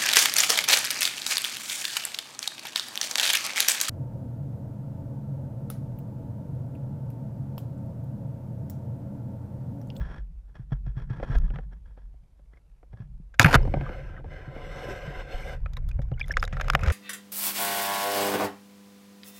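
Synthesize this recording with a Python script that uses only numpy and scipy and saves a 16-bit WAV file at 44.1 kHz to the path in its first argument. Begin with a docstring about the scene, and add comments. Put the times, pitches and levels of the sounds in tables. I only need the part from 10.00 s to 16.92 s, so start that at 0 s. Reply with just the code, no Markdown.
"""A camera in a sealed housing rides a spear pole through shallow surf at night, over a faint steady hiss.
First hands slide on the shaft while the pole shakes, thumps and knocks; a few bubbles ring. At 3.4 s the spear
is driven into the bottom with a crunch; then water and sand rub along the pole and trapped air gurgles.
From 5.6 s small drops trickle, spray spatters, and drops and slaps strike the housing. Shaped noise makes the
friction, excited resonances the blows, decaying sines the thumps and bubbles."""
import sys
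import numpy as np
from scipy import signal
from scipy.fft import rfft, irfft, next_fast_len
from scipy.io import wavfile
from scipy.ndimage import uniform_filter1d, map_coordinates

SR = 44100
rng = np.random.default_rng(int(sys.argv[2]) if len(sys.argv) > 2 else 0)


def magnitude_from_level(level_db):
    """Linear magnitude for a level in decibels (20 dB per decade)."""
    exponent = np.asarray(level_db, float) / 20
    return 10 ** exponent


def materialize(psi):
    """Save the field psi as 16-bit PCM at rate SR to the path in sys.argv[1].

    A 1-D psi becomes a single channel; in a 2-D psi each row is a channel.
    """
    bounded = np.clip(np.atleast_2d(psi).T, -1, 1)
    quanta = np.round(bounded * 32767).astype(np.int16)
    wavfile.write(sys.argv[1], SR, quanta)


N = 305172
TIME_S = np.arange(N) / SR
STAB_S = 3.4  # from here the prongs carry a load and the pole bends in other modes
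SPLIT_HZ = 4500  # between body and treble of the friction sounds

# Spectrum of the microphone floor: frequency_hz, relative_level_db (per Hz)
HISS_SPECTRUM = [(120, -24), (200, -7), (380, -2.5), (647, -4.5), (1910, -20), (11700, -24.5), (16000, -41)]
# Shaking of the pole: time_s, sway_db, housing_drum_db
SHAKE_LEVELS = [(0.0, -32, -32), (0.07, -34.5, -46), (0.21, -44, -49), (0.42, -48, -69), (0.61, -51, -58),
                (0.85, -38, -49.5), (1.15, -39.5, -41), (1.39, -23.5, -37), (1.58, -40.5, -42),
                (1.81, -46.5, -63), (2.83, -53, -70.5), (3.03, -48, -46.5), (3.39, -49, -70),
                (3.55, -28, -38), (3.62, -28.5, -39.5), (3.76, -31, -29.5), (3.93, -42.5, -47.5),
                (4.49, -44, -48.5), (5.22, -46.5, -48.5), (5.61, -34.5, -47.5), (5.95, -32.5, -46.5),
                (6.4, -34.5, -46), (6.73, -29, -36.5), (6.92, -23, -36)]
# Unloaded pole, one bending mode then two drum modes: centre_hz, width_hz, relative_level_db
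FREE_MODES = [(46, 16, 0), (122, 42, -2), (168.7, 75, -7)]
# Pole bending, the first mode throughout, the others under load: centre_hz, width_hz, relative_level_db
SWAY_MODES = [(28.8, 11, 0), (42.7, 10, -3), (83, 38, -6)]
# Housing as a drum while the pole is loaded: centre_hz, width_hz, relative_level_db
DRUM_MODES = [(134.6, 13, -6.5), (215, 42, -32.5)]
# Hands shifting their grip: start_s, level_db, slide_s, swell_db (over the slide)
GRIP_SLIDES = [(0, -47, 0.19, -1), (.49, -63, 0.024, -8.5), (0.558, -52, 0.047, -7.5),
               (0.721, -47.5, 0.0024, 5.5), (0.873, -47.5, 0.02, -6.5), (0.971, -50, 0.057, -0.5),
               (1.104, -45.5, 0.14, -4.5), (1.231, -42, 0.002, 3.5), (1.273, -47, 0.082, 12),
               (1.42, -55, 0.061, 0.5), (1.54, -46.5, 0.096, -17), (1.714, -68, 0.012, 15.5),
               (1.86, -63, 0.054, -1.5), (1.974, -60, 0.08, -13), (2.536, -58.5, 0.006, -13),
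               (2.575, -59.5, .003, -11), (2.939, -50.5, 0.0036, -21), (2.97, -60.5, 0.0027, 7.5),
               (3.006, -52.5, 0.036, -13)]
# Pole and mount under a hand: centre_hz, width_hz, relative_level_db
GRIP_PEAKS = [(970, 180, -6.5), (1356, 75, -2.5), (1667, 147, -1), (2504, 22, -11), (3306, 210, -14.5),
              (5500, 210, -23), (10600, 2600, -45)]
# Broad slope under those peaks: frequency_hz, relative_level_db
GRIP_SLOPE = [(150, 5.5), (300, -2), (600, -4), (1200, -9.5), (2000, -15), (2600, -24.5), (5000, -32),
              (10000, -49), (16000, -90)]
# Thumps carried up the pole: start_s, level_db, pitch_hz
THUMP_EVENTS = [(0.004, -20, 58.7), (0.733, -22, 46), (0.857, -26.5, 48.2), (0.596, -27, 121),
                (0.721, -14.5, 134), (0.872, -22, 123), (0.97, -20.5, 122), (1.104, -17, 125),
                (1.298, -16.5, 123), (1.361, -10, 30.5), (1.537, -25, 130), (2.934, -32.5, 110),
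                (3.002, -27, 122), (3.2, -35, 161), (3.398, -9.5, 112.6), (3.445, -3.5, 128.3),
                (3.457, -1.5, 138.3), (3.5509, -6.5, 134.8), (3.555, -13, 59.3), (3.568, -19.5, 28.4),
                (3.67, -24.5, 28.8), (4.26, -29, 84.3), (5.169, -26.5, 32), (5.34, -20.5, 29.4),
                (5.631, -19.5, 44.7), (5.86, -15, 29.7), (4.478, -26, 130), (5.077, -25, 146),
                (5.992, -19.5, 130.3), (6.118, -16, 123), (6.53, -23.5, 139), (6.745, -16.5, 146),
                (6.829, -14.5, 97)]
# Knocks of pole and mount: start_s, hard_drive_db, hollow_db (relative to hard)
KNOCK_EVENTS = [(0.7188, -42.5, 15.5), (1.1983, -36.5, 11.5), (1.2279, -26.5, 8), (1.5025, -35, 7),
                (1.5584, -31, -1.5), (1.5859, -32, 5.5), (1.9737, -50.5, 12.5), (2.14, -63.5, 13),
                (2.392, -57, 9), (2.829, -51, 9.5), (2.9318, -48, 9.5), (3.6511, -34, 11),
                (3.6741, -34, 15.5), (3.7388, -22, 12.5), (3.7691, -45, 25.5), (3.8093, -26, 9.5),
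                (3.8914, -31, 10.5), (4.243, -40.5, 14), (4.56, -37.5, 14), (4.8853, -48.5, 27.5),
                (5.9902, -40, 15.5), (6.115, -35.5, 12.5), (6.295, -47, 20.5)]
# Blows, slaps and drops on the housing: start_s, hard_drive_db, bright_db and spray_db (relative to hard),
# decay_s (to 60 dB down, before each mode group's own exponent)
HIT_EVENTS = [(1.384, -37, 2, 2, 0.017), (3.341, -39.5, -10.5, -26, 0.06), (3.39, -27, -11, -11.5, 0.017),
              (3.3951, 10, 1.5, 0, 0.012), (3.4056, -13, -10, -9, .03), (3.4155, -16, 10, -7.5, 0.013),
              (3.4185, -18, 11, -8, 0.018), (3.428, -15.5, 4.5, -5, 0.027), (3.4448, 5.5, -38, -18, 0.03),
              (3.4597, -2, -32, -10, 0.024), (3.4657, -8, -27, -15, 0.025),
              (3.528, -12, -6.5, -19.5, 0.035), (3.5418, 2, -4, -27, 0.012), (3.5491, -5, -7, -13, 0.02),
              (3.554, -2, -15, -5, 0.026), (5.659, -28.5, -34, -44, 0.031), (5.733, -39, -2.5, -9.5, 0.041),
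              (5.7679, -30, -12.5, -12, 0.057), (5.887, -43.5, 0, 4.5, 0.056),
              (5.9132, -46, 4.5, -3, 0.018), (6.0167, -41.5, -4, -12.5, 0.055),
              (6.1951, -31, -3, -5, 0.022), (6.259, -47, -2, -5, 0.033), (6.273, -42, -9, -12, .02),
              (6.2805, -37.5, 1, 10, 0.022), (6.288, -46, 1, 6, .04), (6.297, -32, -21, -25, 0.02),
              (6.322, -29.5, -3, 3, 0.022), (6.3689, -7.5, -11.5, -38, 0.026), (6.378, -38, -8, -14, 0.063),
              (6.4022, -42, 8, 0, 0.023), (6.4221, -38, 2, 12, 0.013), (6.4266, -10, -13.5, -20, 0.023),
              (6.4376, -15, -11, -14, 0.025), (6.4504, -33, 8, 6, .018), (6.4766, -22, -6, -24, 0.015),
              (6.5262, -26.5, -17, -32, 0.096), (6.5676, -20.5, -23, -27, 0.035),
              (6.598, -16, -23, -32, 0.026), (6.611, -11, -12, -19, 0.029), (6.644, -30, -8, -13, 0.017),
              (6.682, -13.5, -10, -8, 0.017), (6.6996, -3.5, -6, -11, 0.016), (6.722, -41, -6, -2.5, 0.034),
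              (6.7337, -14.5, -13, -9, 0.02), (6.7497, 3.5, -16.5, -13, 0.018),
              (6.792, -24.5, -16, -15, 0.028), (6.808, -37.5, -3, -8, 0.05),
              (6.833, -17.5, -8, -10.5, 0.028), (6.836, -22.5, -14, -23, 0.055),
              (6.8598, -21.5, -13, -18, 0.058), (6.873, -23, -8.5, -22, 0.043),
              (6.881, -19.5, -14, -27.5, 0.058), (6.9003, -14.5, -11, -21, 0.042)]
# The mount under a knock: centre_hz, width_hz, relative_level_db
MOUNT_MODES = [(241, 246, 0.0083)]
# Housing modes in four groups, hollow, hard, bright, spray: centre_hz, width_hz, relative_level_db
BLOW_GROUPS = [
    [(320, 530, -10.5), (527, 90, 8.5), (775, 140, 6)],
    [(1282, 347, 6), (1610, 454, 5.5), (2200, 680, 0.5)],
    [(3560, 430, 4.5), (5140, 430, 2.5), (6800, 1400, -1)],
    [(9900, 2300, 0.5), (12500, 2600, -2.5)],
]
# Decay shape of mount and four groups: time_exponent (1 = plain decay, more = holds, then stops short)
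DECAY_SHAPES = [
    [1],
    [0.86],
    [1.02],
    [1.49],
    [1.18],
]
# Band the walls pass weakly: centre_hz, width_hz, subtracted_db
DEAD_BAND = [(8700, 3300, -5.5)]
# Bubbles: start_s, level_db, pitch_hz
BUBBLE_EVENTS = [(2.536, -51, 2070), (2.571, -50, 2140), (3.341, -35, 1605), (3.596, -39, 4330),
                 (3.629, -37, 5100), (3.864, -30, 1222), (4.141, -47.5, 1442), (4.165, -42.5, 1855),
                 (4.176, -40.5, 1310), (4.9, -30.5, 395), (5.434, -30.5, 2345), (5.66, -35, 1310),
                 (5.661, -38, 2500), (5.769, -39, 1060), (5.768, -29, 3870), (5.9134, -30.5, 2500),
                 (6.139, -40.5, 2940), (6.176, -43, 1500), (6.181, -40.5, 2200), (6.201, -34.5, 1740),
                 (6.2033, -31.5, 5070), (6.205, -31, 3300), (6.212, -17.5, 2384), (6.229, -38, 3470),
                 (6.241, -36, 2070), (6.241, -35, 3480), (6.3072, -21, 1740), (6.316, -17, 5570),
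                 (6.339, -32, 2200), (6.397, -29, 5100), (6.4504, -23.5, 3880), (6.538, -38, 1900),
                 (6.569, -32, 1470), (6.8155, -24, 2540)]
# Resonances of the housing walls: centre_hz, width_hz, relative_level_db
HOUSING_PEAKS = [(526.6, 100, 3.5), (735, 40, 0.5), (1020, 29, -4.5), (1332, 120, -10), (1571, 120, -3.5),
                 (2070, 160, -8.5), (2960, 130, -17.5), (3630, 110, -24.5), (4260, 91, -27),
                 (5230, 250, -29), (5870, 88, -31), (6250, 320, -37.5), (7700, 570, -41),
                 (8640, 250, -46.5), (9150, 380, -48), (11300, 500, -47.5), (11900, 700, -45),
                 (13790, 460, -55.5)]
# Broad slope under the housing peaks: frequency_hz, relative_level_db
HOUSING_SLOPE = [(150, -5), (400, -15.5), (1000, -20.5), (2500, -19), (3300, -27.5), (5000, -43.5),
                 (10000, -69.5), (16000, -94)]
# The thrust grinding into the sand: time_s, body_db, treble_db
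THRUST_LEVELS = [(3.392, -84, -93), (3.397, -18, -33), (3.41, -15.5, -32.5), (3.43, -28.5, -40),
                 (3.475, -26.5, -47.5), (3.522, -28, -46.5), (3.538, -17.5, -34), (3.553, -13.5, -27),
                 (3.56, -19, -55), (3.575, -74, -87.5)]
# Spectrum of the grinding: frequency_hz, relative_level_db (per Hz)
GRIND_SPECTRUM = [(150, -32.5), (250, 3.5), (436, -5.5), (528, -2.5), (662, -5.5), (906, 3.5), (1180, -7),
                  (1380, -4), (2400, -6), (3600, -18.5), (6500, -28.5), (8200, -36), (9700, -31.5),
                  (10600, -37.5), (12000, -32.5), (16000, -45)]
# Water and sand dragging along pole and housing, then running off: time_s, rub_db, fizz_db
DRAG_LEVELS = [(3.53, -110, -110), (3.573, -37.5, -69), (3.66, -58, -67), (3.8, -44, -70.5),
               (3.93, -43, -67), (4.08, -51, -72.5), (4.18, -48.5, -83), (4.25, -62, -85),
               (4.32, -44.5, -70), (4.5, -50, -76), (4.57, -44.5, -68.5), (4.9, -36.5, -58),
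               (5.0, -41.5, -63), (5.2, -39, -61.5), (5.35, -41, -59.5), (5.54, -40.5, -58.5),
               (5.61, -69.5, -92), (6.17, -75, -101), (6.25, -64, -74.5), (6.4, -59, -87),
               (6.55, -55.5, -73), (6.66, -47, -67), (6.78, -53, -70), (6.84, -36, -65), (6.92, -44, -59)]
# Brief stalls of the flow: centre_s, depth_db, half_length_s
FLOW_STALLS = [(4.227, 10.5, 0.022), (4.801, 1, .012), (5.269, 6, 0.039), (5.438, 4, 0.0062)]
# Gurgle of trapped air while the catch is dragged under water: time_s, level_db
GURGLE_LEVELS = [(3.58, -31.5), (3.95, -50), (4.4, -49), (4.9, -49), (5.2, -43), (5.55, -62)]
# Trickle of small drops as the catch breaks the surface: time_s, level_db
RUNOFF_LEVELS = [(5.6, -66.5), (6.299, -61.5), (6.6, -55.5), (6.8, -44), (6.92, -35)]
# Fine spray spattering the housing: time_s, level_db
MIST_LEVELS = [(6.17, -73), (6.3, -63), (6.39, -52), (6.5, -59), (6.65, -54), (6.92, -46)]


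def curves(rows):
    """Linear interpolation: one value per sample for each column after the time."""
    s, *columns = np.transpose(rows)
    return [np.interp(TIME_S, s, column) for column in columns]


def unit(x):
    """Normalisation to rms 1."""
    return x / np.sqrt(np.mean(x ** 2) + 1e-20)


def wobble(rate):
    """Slow random fluctuation: a smooth curve through rate random knots a second."""
    knots = rng.standard_normal(int(N * rate / SR) + 4)
    return map_coordinates(knots, [TIME_S * rate])


def filtered(x, response):
    """Linear filtering: the spectrum of x times a complex response of frequency."""
    m = next_fast_len(N + SR // 2)
    return irfft(rfft(x, m) * response(np.fft.rfftfreq(m, 1 / SR)), m)[:N]


def colour(points):
    """Spectral envelope: gain through (Hz, dB) points on a log frequency axis."""
    f, db = np.transpose(points)
    return lambda hz: magnitude_from_level(np.interp(np.log(hz + 1), np.log(f + 1), db))


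def modes(table):
    """Modal superposition: causal resonances summed with alternating sign."""
    def response(f):
        return sum((-1) ** k * magnitude_from_level(db) * 1j * f * w / (c * c - f * f + 1j * f * w)
                   for k, (c, w, db) in enumerate(table))
    return response


def through(peaks, slope):
    """Transmission path: sharp-flanked resonances and a broad slope, added in power."""
    def gain(f):
        power = sum(magnitude_from_level(2 * db) / (1 + (2 * (f - c) / w) ** 2) ** 1.4 for c, w, db in peaks)
        return np.sqrt(power + colour(slope)(f) ** 2)
    return gain


def lower_band(x):
    """Band splitting: what lies below a gentle edge at SPLIT_HZ."""
    return filtered(x, lambda f: 1 / (1 + (f / SPLIT_HZ) ** 4))


def grit(spread_db, rate):
    """Stick-slip friction: noise whose size jumps about, as grains catch and slip."""
    return rng.standard_normal(N) * magnitude_from_level(spread_db * wobble(rate))


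def patchy(x, patchy_db):
    """Turbulence: random patches of gain over time and frequency, as eddies come and go."""
    z = signal.stft(x, nperseg=512)[2]
    across_hz = uniform_filter1d(rng.standard_normal(z.shape), size=3, axis=0)
    field = uniform_filter1d(across_hz, size=18, axis=1)
    return signal.istft(z * magnitude_from_level(patchy_db * unit(field)), nperseg=512)[1][:N]


def hiss():
    """Self-noise: the microphone's own steady, coloured hiss."""
    return magnitude_from_level(-77.5) * unit(filtered(rng.standard_normal(N), colour(HISS_SPECTRUM)))


def shake():
    """Forced vibration: hands and waves keep the pole's bending modes and the housing drum going."""
    sway_db, drum_db = curves(SHAKE_LEVELS)
    free = TIME_S < STAB_S

    def share(free_db, loaded_db):  # of the sway; each share drifts on its own
        return sway_db + np.where(free, free_db, loaded_db) + 1.56 * wobble(5.9)

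    def before_and_after(x, free_response, loaded_response):
        return np.where(free, unit(filtered(x, free_response)), unit(filtered(x, loaded_response)))

    def walls(f):
        return f * f / (f * f + 90 ** 2) / (1 + (f / 225) ** 8)

    swing_db, bend_db = share(-5, 0.5), share(2.5, -1)
    swing = filtered(grit(2.4, 17), lambda f: modes(SWAY_MODES[:1])(f) ** 2)
    bend = before_and_after(grit(2.4, 14), lambda f: modes(FREE_MODES[:1])(f) ** 2,
                            lambda f: modes(SWAY_MODES[1:])(f) / (1 + (f / 100) ** 4))
    drum = before_and_after(grit(2.7, 30), lambda f: modes(FREE_MODES[1:])(f) * walls(f),
                            lambda f: modes(DRUM_MODES)(f) * walls(f))
    return magnitude_from_level(swing_db) * unit(swing) + magnitude_from_level(bend_db) * bend + magnitude_from_level(drum_db) * drum


def scuff():
    """Sliding friction: skin on the wet shaft grabs, slides and lets go."""
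    grab_db_per_s, let_go_db_per_s = 1098.5, 526
    press = np.zeros(N)
    for s, db, slide, swell_db in GRIP_SLIDES:
        swell = swell_db * np.clip((TIME_S - s) / slide, 0, 1)
        grab = grab_db_per_s * np.maximum(s - TIME_S, 0)
        let_go = let_go_db_per_s * np.maximum(TIME_S - s - slide, 0)
        press += magnitude_from_level(db + swell - grab - let_go)
    return press * unit(filtered(grit(3.64, 200), through(GRIP_PEAKS, GRIP_SLOPE)))


def thumps():
    """Damped free vibration: each jolt rings the housing drum or the whole pole for a few cycles."""
    ring_cycles = 12  # to 60 dB down
    out, t = np.zeros(N + SR), np.arange(SR // 2) / SR
    for s, db, hz in THUMP_EVENTS:
        onset = 1 - np.exp(-t * hz / 0.18)
        decay = magnitude_from_level(db - 60 * t * hz / ring_cycles)
        out[round(s * SR):][:len(t)] += decay * onset * np.sin(2 * np.pi * hz * t)
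    return out[:N]


def hits():
    """Impact excitation: short noisy blows drive groups of modes; only knocks reach the mount."""
    blows, t = np.zeros((5, N + SR)), np.arange(SR // 8) / SR  # rows: mount, hollow, hard, bright, spray
    snap = 1 + 2.2 * np.exp(-t / 0.00048)  # the first contact is the hardest
    onset = 1 - np.exp(-t / [[.001], [.0003], [.00029], [.0006], [.0006]])
    fade_exponent = [[.7], [.6], [1.2], [3.5], [4]]  # treble dies first
    # each event: start, drive, mount, hollow, bright and spray shares, decay
    events = [(s, db, hollow_db + 9.5, hollow_db, -39, -np.inf, 0.033) for s, db, hollow_db in KNOCK_EVENTS]
    for s, db, *rest in HIT_EVENTS:
        hollow_db = -8 - 0.0376 * db  # the harder the blow, the smaller its hollow share
        events.append((s, db, -np.inf, hollow_db, *rest))
    for s, db, mount_db, hollow_db, bright_db, spray_db, decay_s in events:
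        fade = magnitude_from_level(-60 * (t / decay_s) ** DECAY_SHAPES) * onset
        size = magnitude_from_level(db + np.array([[mount_db], [hollow_db], [0], [bright_db], [spray_db]]))
        noise = rng.standard_normal((5, len(t)))
        blows[:, round(s * SR):][:, :len(t)] += size * fade ** fade_exponent * snap * noise

    def steep(group):  # a broad resonance, squared, steepens the flanks of the group
        lowest_hz = group[0][0]
        broad = modes([(lowest_hz * 1.3, lowest_hz * 2.5, 0)])
        return lambda f: modes(group)(f) * broad(f) ** 2

    groups = [MOUNT_MODES] + list(BLOW_GROUPS)
    mount, *walls = (filtered(blow[:N], steep(group)) for blow, group in zip(blows, groups))
    return mount + filtered(sum(walls), lambda f: 1 - modes(DEAD_BAND)(f))


def bubbles():
    """Bubble resonance: trapped air pops and sings one short, unsteady note that drifts in pitch."""
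    ring_cycles, pop_db, pop_s = 50.7, 5.5, .0015  # ring to 60 dB down; click as it pinches off
    notes, pops, t = np.zeros(N + SR), np.zeros(N + SR), np.arange(SR // 8) / SR
    for s, db, hz in BUBBLE_EVENTS:
        fade = magnitude_from_level(db - 60 * t * hz / ring_cycles) * (1 - np.exp(-t / 0.0014))
        pop = magnitude_from_level(db + pop_db) * np.exp(-t / pop_s) * rng.standard_normal(len(t))
        drift = 1 + rng.normal(-1.2, 0.9) * t
        pops[round(s * SR):][:len(t)] += pop
        notes[round(s * SR):][:len(t)] += fade * np.sin(2 * np.pi * hz * t * drift)
    flutter = magnitude_from_level(4 * wobble(350))
    return notes[:N] * flutter + filtered(pops[:N], through(HOUSING_PEAKS[3:], HOUSING_SLOPE))


def thrust():
    """Granular friction: the prongs crunch through sand; the treble comes and goes on its own."""
    body_db, treble_db = curves(THRUST_LEVELS)
    crunch = filtered(patchy(grit(3.5, 250), patchy_db=3), colour(GRIND_SPECTRUM))
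    body = lower_band(crunch)
    return magnitude_from_level(body_db) * unit(body) + magnitude_from_level(treble_db) * unit(crunch - body)


def drag():
    """Flow friction: gritty noise through the housing, its body and its fizz moving apart."""
    rub_db, fizz_db = curves(DRAG_LEVELS)
    stall_db = sum(db * np.exp(-((TIME_S - s) / half) ** 4) for s, db, half in FLOW_STALLS)
    grains = grit(1.0, 45) * magnitude_from_level(0.8 * wobble(300))
    rub = filtered(patchy(grains, patchy_db=2.5), through(HOUSING_PEAKS, HOUSING_SLOPE))
    low = lower_band(rub)
    body = magnitude_from_level(rub_db + 0.44 * wobble(20)) * unit(low)
    fizz = magnitude_from_level(fizz_db + 0.89 * wobble(3.7)) * unit(rub - low)
    return magnitude_from_level(-stall_db) * (body + fizz)


def droplets(flow, low_hz, span, spread_db, count):
    """Bubble statistics: many small random notes, from low_hz up to span times that pitch."""
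    out, t = np.zeros(N + SR), np.arange(SR // 30) / SR
    s, db = np.transpose(flow)
    for when, pitch, size, glide in rng.random((count, 4)):
        at = s[0] + (s[-1] - s[0]) * when
        hz = low_hz * span ** pitch ** 1.6  # low pitches are commoner
        level = magnitude_from_level(np.interp(at, s, db) + spread_db * size ** 11)  # a few are much louder
        fade = np.exp(-t * hz / 2.73) * (1 - np.exp(-t / 0.001))  # a few cycles of life
        note = np.sin(2 * np.pi * hz * t * (1 + 6 * (glide - .5) * t))
        out[round(at * SR):][:len(t)] += level * fade * note
    return out[:N]


def scene():
    """Superposition: all sources over the microphone's own hiss, in one channel."""
    handling = shake() + scuff() + thumps() + hits()
    friction = thrust() + drag()
    gurgle = droplets(GURGLE_LEVELS, low_hz=307, span=3.62, spread_db=8, count=300)
    runoff = droplets(RUNOFF_LEVELS, low_hz=449, span=5.74, spread_db=15.5, count=900)
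    mist = droplets(MIST_LEVELS, low_hz=2500, span=5.5, spread_db=18, count=500)
    return (hiss() + handling + bubbles() + friction + gurgle + runoff + mist)[None]


def roll_off(x):
    """The treble ends steeply here."""
    return signal.sosfilt(signal.butter(12, 16490, fs=SR, output="sos"), x)


def record(dry):
    """Band limit and saturation: the microphone fades out at the top; the loudest blows clip at full scale."""
    top_hz = 15500
    heard = filtered(dry[0], lambda f: 1 / (1 + (f / top_hz) ** 40))[None]
    clipped = heard / (1 + abs(heard) ** 8) ** (1 / 8)
    return roll_off(clipped)


dry = scene()
out = record(dry)
materialize(out)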